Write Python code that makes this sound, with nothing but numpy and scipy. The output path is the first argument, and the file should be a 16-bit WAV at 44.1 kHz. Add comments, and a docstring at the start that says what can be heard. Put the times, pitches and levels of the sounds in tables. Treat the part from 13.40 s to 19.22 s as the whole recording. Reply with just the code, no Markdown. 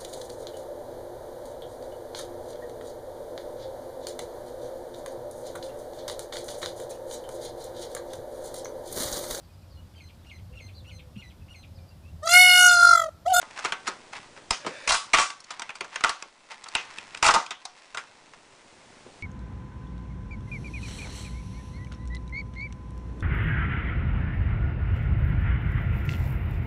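"""Two hands open a stiff plastic blister pack on a bed, close to a small camera in a small room.
From the start, bedclothes rustle and fingers rub over a faint hiss. The shell buckles in snaps, each a
run of tiny slips that rings the sheet and its hollow, and the pack bumps softly. Just after 1 s, walls
start to give way in crunches and the inner tray slides out. The camera turns itself down after loud
snaps, so the hiss dips. A last big burst comes near 4 s, then a few lighter snaps and one soft bump."""
import sys
import numpy as np
from scipy import signal
from scipy.io import wavfile
from scipy.ndimage import uniform_filter1d

SR = 44100
rng = np.random.default_rng(int(sys.argv[2]) if len(sys.argv) > 2 else 0)


def put_to_file(sound):
    """Save the sound as 16-bit audio at rate SR, in the file named by the first command-line argument."""
    columns = np.atleast_2d(sound).T  # one column per channel
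    safe = np.clip(columns, -1, 1)
    whole_steps = np.round(safe * 32767)
    wavfile.write(sys.argv[1], SR, whole_steps.astype(np.int16))


N = 256835

# tone of the background rumble and hiss: (f/Hz, level/dB)
HISS_TONE = [(15, -7), (25, -10.5), (70, -34.5), (271, -14), (482, -12), (560, -11), (972, -13),
             (1070, -15.5), (2110, -18), (3960, -22), (7780, -25), (10000, -30), (13000, -69.5),
             (22000, -120)]
# how loudly the bedclothes rustle: (t/s, level/dB)
BEDDING_LEVELS = [(0, -64), (1.0, -58.5), (1.601, -61), (2.2, -61.5), (2.95, -71.5), (3.55, -59),
                  (4.4, -65), (4.9, -63), (5.7, -58)]
# notes at which the plastic shell rings: (f/Hz, level/dB, base time to fade by 60 dB/s)
SHELL_NOTES = [(672, 5.5, 0.097), (738, -4.5, 0.37), (811.4, -4, 0.23), (914, 4.5, 0.17), (1023.4, 1, 0.11),
               (1097, -5, 0.17), (1140, -8, 0.34), (1249, 0, 0.16), (1405, -5, 0.19), (1550, -13.5, 0.13),
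               (1553, -14, 0.48), (1950, -3.5, 0.16), (2050, -3.5, .2), (2430, 3.5, 0.05), (2700, -8, 0.17),
               (2770, 0, 0.067)]
# the shell's changing shape: (t/s, hollow's f/Hz, ring time factor: low where fingers damp it)
SHELL_SHAPE = [(0, 1370, 1.24), (.47, 1070, 0.61), (1.1, 840, 0.64), (1.5, 1130, 0.75), (1.8, 1157, 0.91),
               (2.2, 960, 0.78), (2.65, 1130, 0.65), (3.9, 830, 0.81), (4.58, 1464, 0.95)]
# how long the room echoes: (f/Hz, time to fade by 60 dB/s)
ROOM_FADE = [(150, 0.13), (500, 0.24), (1000, 0.38), (2000, 0.21), (4500, 0.3), (9000, 0.26)]
# a finger or an edge scrapes the plastic: (strongest at t/s, level/dB, length/s)
STROKES = [(0.11, -43, 0.014), (0.18, -34.5, 0.051), (0.251, -27.5, 0.028), (0.475, -28.5, 0.023),
           (0.734, -36, 0.016), (0.756, -36, 0.031), (0.833, -47, 0.033), (0.971, -43.5, 0.024),
           (2.115, -36.5, 0.099), (2.53, -34, 0.033), (3.114, -31, 0.028), (3.37, -40.5, 0.3)]
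# light rubbing while the hands hold the pack: (t/s, level/dB)
HOLDING = [(0, -56), (.6, -55.5), (1.05, -69), (1.3, -45.5), (2.4, -50.5), (2.75, -44), (2.98, -54),
           (3.48, -43.5), (3.8, -51.5), (4.5, -48), (5.4, -61.5)]
# tone of the rubbing: (f/Hz, level/dB)
RUBBING_TONE = [(60, -34), (200, -27), (550, -8.5), (900, -0.5), (1150, 1), (1450, -2), (2100, 1.5),
                (2900, -5), (4500, -5.5), (7000, -12), (10000, -18)]
# the shell buckles: (t/s, level/dB, hollow level/dB, edge level/dB, length/s, flipping patch's f/Hz)
# the hollow and edge levels are relative to the sheet band
SNAPS = [(0.016, -39.5, 1, 2.5, .006, 2150), (0.028, -35.5, 10, -29, 0.0011, 2110),
         (0.191, -36, 13, 6, .003, 1510), (0.248, -27, 7, 2.5, 0.0038, 1440),
         (0.256, -28.5, 4, -4, 0.0059, 1510), (0.3224, -25.5, -1.5, -8, 0.0054, 1500),
         (0.4761, -25.5, 10, 3, .0025, 1425), (0.484, -34, 6, 11, 0.0027, 770),
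         (0.729, -40, 22, 9.5, 0.0047, 1370), (1.108, -12.5, 2.5, 7.5, 0.0019, 5100),
         (1.248, -31.5, 5, -14, .0017, 1300), (1.265, -23.5, 3.5, -3, 0.01, 2060),
         (1.476, -19, -2.5, -0.5, .0044, 2220), (1.494, -15.5, -0.5, 5.5, .007, 1474),
         (1.507, -20, 23, 16, .0037, 1470), (1.521, -16, 8, 18, .0057, 1460),
         (1.543, -18, 30.5, 24.5, .0026, 1330), (1.735, -9.5, -7, -6, .008, 2255),
         (1.739, -9, 12, 4, .0032, 1180), (1.746, -10, -3.5, -2.5, .0042, 2300),
         (1.768, -17, -9, -19, .005, 1220), (1.7854, -12, 2, -26, .005, 1350),
         (1.798, -12.5, 12.5, 11, .006, 1264), (1.903, -27.5, -4, -1.5, .0026, 5170),
         (2.004, -38, 8, 16, .0022, 5540), (2.043, -41.5, -11, 17, .0012, 4490),
         (2.107, -26, 4.5, 3, .006, 4640), (2.196, -26, 7, 2.5, 0.0013, 940),
         (2.22, -26.5, 1.5, -2, 0.0031, 2170), (2.2932, -29.5, 1, -11, .0038, 2450),
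         (2.304, -33, -2, -12, .0033, 1700), (2.355, -33.5, 5, 2, .005, 4650),
         (2.409, -24.5, -1, -4, 0.0025, 2310), (2.445, -35.5, 6, -3, .0043, 1610),
         (2.559, -24.5, -4.5, -4.5, 0.0017, 1520), (2.608, -30, 3.5, -6.5, .0025, 1300),
         (2.639, -13.5, -2.5, -3.5, .0018, 1400), (2.646, -12, 8, -2, .0014, 1400),
         (2.694, -17, 4.5, 3.5, .004, 4300), (2.8248, -27.5, 0, -1, .0008, 2494),
         (3.241, -36, 7, 13, .001, 5340), (3.261, -36, 8, -26, .0043, 1400),
         (3.286, -35.5, 6, 11, .002, 4670), (3.352, -15.5, -6, -4, 0.0012, 2600),
         (3.585, -33.5, -10, -6.5, .0009, 2550), (3.748, -33.5, -2.5, -5, .0007, 2470),
         (3.774, -39, -8, 0, .005, 2520), (3.8277, -10, 3.5, 1.5, .0035, 910),
         (3.853, -14.5, 5.5, -0.5, 0.0012, 1350), (3.866, -7.5, 5, 4, .0076, 2800),
         (3.876, -14, 6, 8, 0.005, 3660), (3.885, -11.5, 4, 1.5, .0027, 1440),
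         (3.889, -7, 7, -9, .006, 1243), (3.909, -13, 4.5, 2, .0032, 1810),
         (3.94, -10, 3.5, 2.5, .007, 1370), (3.946, -9.5, 16, 9, .0057, 1270),
         (3.9625, -12, 22, -11, .009, 910), (4.064, -32, -5, -2, .0017, 3330),
         (4.108, -22, -3, -4, 0.0059, 3350), (4.2534, -26, 10, 12.5, .0024, 760),
         (4.547, -29, 7.5, -1, .0036, 1480), (4.573, -24.5, -1.5, -4, 0.012, 1570),
         (4.58, -34, 23, -16, 0.0035, 1650), (4.936, -43.5, 5.5, -6, .006, 1780)]
# a snap's bands, named thud, hollow, sheet, lower edge and upper edge: (low f/Hz, high f/Hz)
SNAP_BANDS = [(120, 560), (720, 1550), (1600, 3500), (3500, 6300), (6300, 10400)]
# how much each of those bands rings on: (level/dB)
AFTER_RING = [5, 8, 2, -4.5, -14.5]
# tone of the plastic: (f/Hz, level/dB)
PLASTIC_TONE = [(100, -9.5), (300, -3.5), (550, -1.5), (750, -6), (1150, -0.5), (1650, -0.5), (2300, 4),
                (3500, 0.5), (5500, 0.5), (8000, 1), (10000, -6)]
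# the pack bumps against hand and bed: (t/s, level/dB)
BUMPS = [(0.248, -34), (0.482, -33.5), (0.974, -44.5), (1.109, -33.5), (1.248, -29.5), (1.266, -21.5),
         (1.28, -29), (2.409, -29.5), (2.855, -46), (3.352, -49), (3.964, -22), (5.663, -41)]
# a wall of the pack gives way: (t/s, length/s, level/dB)
CRUNCHES = [(1.118, 0.01, -23), (1.475, 0.069, -18), (1.736, 0.077, -14.5), (2.644, 0.032, -27),
            (3.83, 0.031, -11.5), (3.937, 0.055, -25.5)]
# the inner tray slides out of its sleeve: (t/s, level/dB)
SLIDE_LEVELS = [(1.2, -46), (1.29, -38.5), (1.4, -39.5), (1.47, -39.5), (1.52, -81)]
# notes of the air gap between tray and sleeve: (f/Hz, width/Hz, level/dB)
GAP_NOTES = [(574, 42, 8), (1720, 340, 0), (2320, 200, -3), (3500, 59, -0.5), (4440, 510, -18)]


def gain_of(db):
    """Turns decibels into a factor to multiply by."""
    return 10 ** (np.asarray(db) / 20)


def unit_power(x):
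    """Scales a sound to an average power of one."""
    return x / np.sqrt(np.mean(x ** 2) + 1e-20)


def unit_energy(x):
    """Scales a sound so that its squares add up to one."""
    return x / np.sqrt(np.sum(x ** 2) + 1e-20)


def at_pitch(points, hz):
    """Looks up a frequency in a table, on a log scale."""
    f, value = np.transpose(points)
    return np.interp(np.log(hz + 1), np.log(f + 1), value)


def level_curve(points, **ends):
    """Joins (time, level) points into a gain for every sample."""
    return gain_of(np.interp(np.arange(N) / SR, *np.transpose(points), **ends))


def add(mix, s, sound):
    """Mixes a sound in, starting at s seconds."""
    part = mix[max(round(s * SR), 0):][:len(sound)]
    part += sound[:len(part)]


def coloured(x, tone, size=2048):
    """Filters a sound to follow a tone table."""
    log_gain = np.log(gain_of(at_pitch(tone, abs(np.fft.fftfreq(size, 1 / SR)))))
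    taps = np.fft.ifft(np.exp(np.conj(signal.hilbert(log_gain)))).real  # nothing rings before its cause
    return signal.oaconvolve(x, taps)[:len(x)]


def bandpass(x, edges_hz, order=3):
    """Keeps what lies between two frequencies."""
    return signal.sosfilt(signal.butter(order, edges_hz, "band", fs=SR, output="sos"), x)


def slips(count, per_s, spread_db):
    """Surfaces catch and let go: random clicks of uneven size."""
    chance, size, sign = rng.random((3, count))
    strength = gain_of(spread_db * np.minimum(-np.log(1 - size), 4))
    return (chance < per_s / SR) * np.sign(sign - .5) * strength


def background(level_db=-53.5):
    """The room rumbles and the microphone hisses steadily."""
    return gain_of(level_db) * unit_power(coloured(rng.standard_normal(N), HISS_TONE))


def bedding(band_hz=(74.4, 374)):
    """Cloth shifts under the arms with a low rustle."""
    rustle = bandpass(slips(N, per_s=1500, spread_db=7.5), band_hz, order=2)
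    return unit_power(rustle) * level_curve(BEDDING_LEVELS)


def shell_ring(t, s, boost_db=8, boost_octaves=0.04):
    """The shell rings: notes near the pitch of its hollow are boosted, and the grip detunes each a bit."""
    hz, db, fade_s = np.transpose(SHELL_NOTES)[:, :, None]
    times, *columns = np.transpose(SHELL_SHAPE)
    hollow_hz, sustain = (np.interp(s, times, column) for column in columns)
    bend, strike = rng.standard_normal((2, len(SHELL_NOTES), 1))
    nearness = np.exp(-(np.log2(hz / hollow_hz) / boost_octaves) ** 2 / 2)
    strength = gain_of(db + 1.5 * strike + boost_db * nearness)
    phase = 2 * np.pi * rng.random(hz.shape)
    swing = np.sin(2 * np.pi * hz * (1 + 0.0089 * bend) * t + phase)
    fade = np.exp(-np.log(1000) * t / (fade_s * sustain))
    return unit_energy(np.sum(strength * fade * swing, axis=0))


def room_echo(t, gap_s=0.001, rise_s=0.0068):
    """Many echoes arrive after a short gap; each pitch fades at its own speed."""
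    hz, times, spectrum = signal.stft(rng.standard_normal(len(t)), SR, nperseg=256)
    fade = np.exp(-np.log(1000) * times / at_pitch(ROOM_FADE, hz)[:, None])
    echo = signal.istft(spectrum * fade, SR, nperseg=256)[1][:len(t)]
    return unit_energy(echo * np.clip((t - gap_s) / rise_s, 0, 1))


def stroke_curve(swell_share=0.29):
    """The gain of the scraping strokes: each swells quickly and lets go more slowly."""
    t = np.arange(N) / SR
    power = np.zeros(N)
    for s, level_db, length_s in STROKES:
        away = np.maximum((s - t) / swell_share, t - s) / length_s
        power += (gain_of(level_db) * np.exp(-np.minimum(away, 20))) ** 2
    return np.sqrt(power)


def rubbing(level_db=-1, ring_db=-8, ticks_db=-9, rasp_db=-3, rasp_hz=(850, 2400)):
    """Fingers stick and slip: fine grains and bright ticks ring the shell; firm strokes add a rasp."""
    t = np.arange(SR // 3) / SR
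    grains = unit_power(coloured(slips(N, per_s=2000, spread_db=7), RUBBING_TONE))
    tick = rng.standard_normal(len(t)) * np.exp(-t / 0.0012)
    ticks = signal.oaconvolve(slips(N, per_s=45, spread_db=2.1), tick)[:N]
    friction = grains + gain_of(ticks_db) * unit_power(bandpass(ticks, [900, 9000], order=1))
    response = gain_of(ring_db) * shell_ring(t, 0) + room_echo(t)
    rub = unit_power(friction + .5 * signal.oaconvolve(friction, response)[:N])
    rasp = unit_power(bandpass(slips(N, per_s=4000, spread_db=3.5), rasp_hz, order=2))
    strokes = stroke_curve()
    effort = np.hypot(0.74 * strokes, level_curve(HOLDING))
    return gain_of(level_db) * (effort * rub + gain_of(rasp_db) * strokes * rasp)


def flip(t, length_s, crack_db=-7, creep_db=-5, creep_s=0.0008, lead=600):
    """A crease creeps, gives one sharp crack, then settles in a run of smaller slips."""
    fade = np.exp(-t / max(1.63 * length_s, .0003))
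    run = unit_energy(slips(len(t), per_s=2500, spread_db=2.76) * fade)
    run[0] += gain_of(crack_db)
    creep = slips(lead, per_s=9000, spread_db=2.1) * np.exp(-t[:lead] / creep_s)
    build_up = gain_of(creep_db) * unit_energy(creep)[::-1]
    return np.concatenate([build_up, unit_energy(run)])


def near_echoes(x, level_db=-6, count=3):
    """Folds and fingers close by throw back copies within 2 ms, so each snap has its own tone."""
    delays = rng.integers(8, 90, count)  # samples
    signs = rng.choice([-1, 1], count)
    copies = sum(sign * np.pad(x, (delay, 0))[:len(x)] for delay, sign in zip(delays, signs))
    return x + gain_of(level_db) * copies


def snap(s, level_db, hollow_db, edge_db, length_s, patch_hz, ring_db=-2, patch_db=4, size=16384):
    """The sheet buckles once; the small patch that flips colours it, and shell and room ring on."""
    thud_db = -10.5 + 0.63 * hollow_db  # the low push grows with the hollow
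    tail_db = -6.5 + 0.28 * (level_db + 25)  # hard snaps shake the whole shell and ring on more
    t = np.arange(size) / SR
    crack = flip(t, length_s)
    lead = len(crack) - size  # samples of creep before the crack
    tail = np.pad(room_echo(t) + gain_of(ring_db) * shell_ring(t, s), (lead, 0))
    strengths = unit_energy(gain_of([thud_db, hollow_db, 0, edge_db + 0.5, edge_db - 2.5]))
    patch_band = patch_hz * np.array([.935, 1.07])
    sound = np.zeros(len(crack))
    for band, strength, after_db in zip(SNAP_BANDS, strengths, AFTER_RING):
        band_crack = crack + flip(t, length_s)  # each band adds slips of its own, so the bands flicker apart
        drive = np.array([near_echoes(band_crack), tail])
        patch = gain_of(patch_db) * bandpass(drive, patch_band, order=1)
        direct, late = bandpass(drive + patch, band)
        sound += strength * (unit_energy(direct) + gain_of(tail_db + after_db) * unit_energy(late))
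    return s - lead / SR, gain_of(level_db) * np.sqrt(0.01 * SR) * sound  # level counted over 10 ms


def bump(s, level_db, band_hz=(133, 605), rise_s=0.0019, fade_s=0.0054, room_db=-4, size=16384):
    """The pack knocks dully against hand or bed, and the room answers."""
    t = np.arange(size) / SR
    push = rng.standard_normal(size) * np.minimum(t / rise_s, 1) * np.exp(-t / fade_s)
    direct, late = bandpass(np.array([push, room_echo(t)]), band_hz)
    knock = unit_energy(direct) + gain_of(room_db) * unit_energy(late)
    return s, gain_of(level_db) * np.sqrt(0.01 * SR) * knock


def crunch(s, length_s, level_db, crack_s=0.00073, fade_s=0.018, room_db=-1, size=16384):
    """A wall folds in a hail of small cracks that then die away; shell and room ring on."""
    t = np.arange(size) / SR
    cracks = slips(size, per_s=450, spread_db=4.5) * np.exp(-np.maximum(t - length_s, 0) / fade_s)
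    # each crack becomes its own tiny burst of noise
    power = signal.lfilter([1], [1, -np.exp(-2 / (crack_s * SR))], cracks ** 2)
    bursts = np.sqrt(power) * rng.standard_normal(size)
    direct = unit_energy(bandpass(bursts, (600, 9000), order=1))
    ring = unit_energy(signal.oaconvolve(direct, shell_ring(t, s, boost_db=14))[:size])
    room = unit_energy(signal.oaconvolve(direct, room_echo(t))[:size])
    sound = unit_energy(direct + ring + gain_of(room_db) * room)
    return s, gain_of(level_db) * np.sqrt(length_s * SR) * sound


def tray_slide():
    """The tray rubs along its sleeve and rings the air gap between them."""
    grains = slips(N, per_s=8000, spread_db=2.4)
    sound = sum(gain_of(db) * bandpass(grains, [hz - width / 2, hz + width / 2], order=1)
                for hz, width, db in GAP_NOTES)
    return unit_power(sound) * level_curve(SLIDE_LEVELS, left=-np.inf, right=-np.inf)


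def scene():
    """Snaps, crunches and bumps take on the plastic's tone and join the softer sounds."""
    crackle = np.zeros(N)
    for source, rows in ((snap, SNAPS), (crunch, CRUNCHES), (bump, BUMPS)):
        for row in rows:
            add(crackle, *source(*row))
    return (coloured(crackle, PLASTIC_TONE) + rubbing() + tray_slide() + bedding() + background())[None]


def record(dry, threshold_db=-22, duck_share=0.49, held_fall_db_per_s=12, treble_limit=0.27, top_hz=10150):
    """The camera turns down fast when it gets loud and recovers slowly; sharp peaks flatten and thump."""
    x = dry[0]
    power_db = 10 * np.log10(abs(uniform_filter1d(x ** 2, size=220)) + 1e-12)
    fall_db = np.arange(N) * held_fall_db_per_s / SR
    held_db = np.maximum.accumulate(power_db + fall_db) - fall_db  # jumps to each peak, then sinks
    over_db = np.maximum(held_db - threshold_db, 0)
    x = x / gain_of(duck_share * uniform_filter1d(over_db, size=90))
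    body = uniform_filter1d(x, size=9)
    treble = x - body
    overload = np.maximum(abs(bandpass(x, [4000, 10000])) - 0.036, 0)
    thump = gain_of(-5) * bandpass(overload, [12, 65], order=1)  # one-sided overload leaves a low push
    x = body + treble_limit * np.tanh(treble / treble_limit) + thump
    x = .7 * x / (.7 ** 4 + x ** 4) ** .25  # the camera rounds off the biggest peaks
    lowpass = signal.firwin(401, top_hz, window=("kaiser", 8), fs=SR)
    return signal.oaconvolve(x, lowpass, "same")[None]


dry = scene()
out = record(dry)
put_to_file(out)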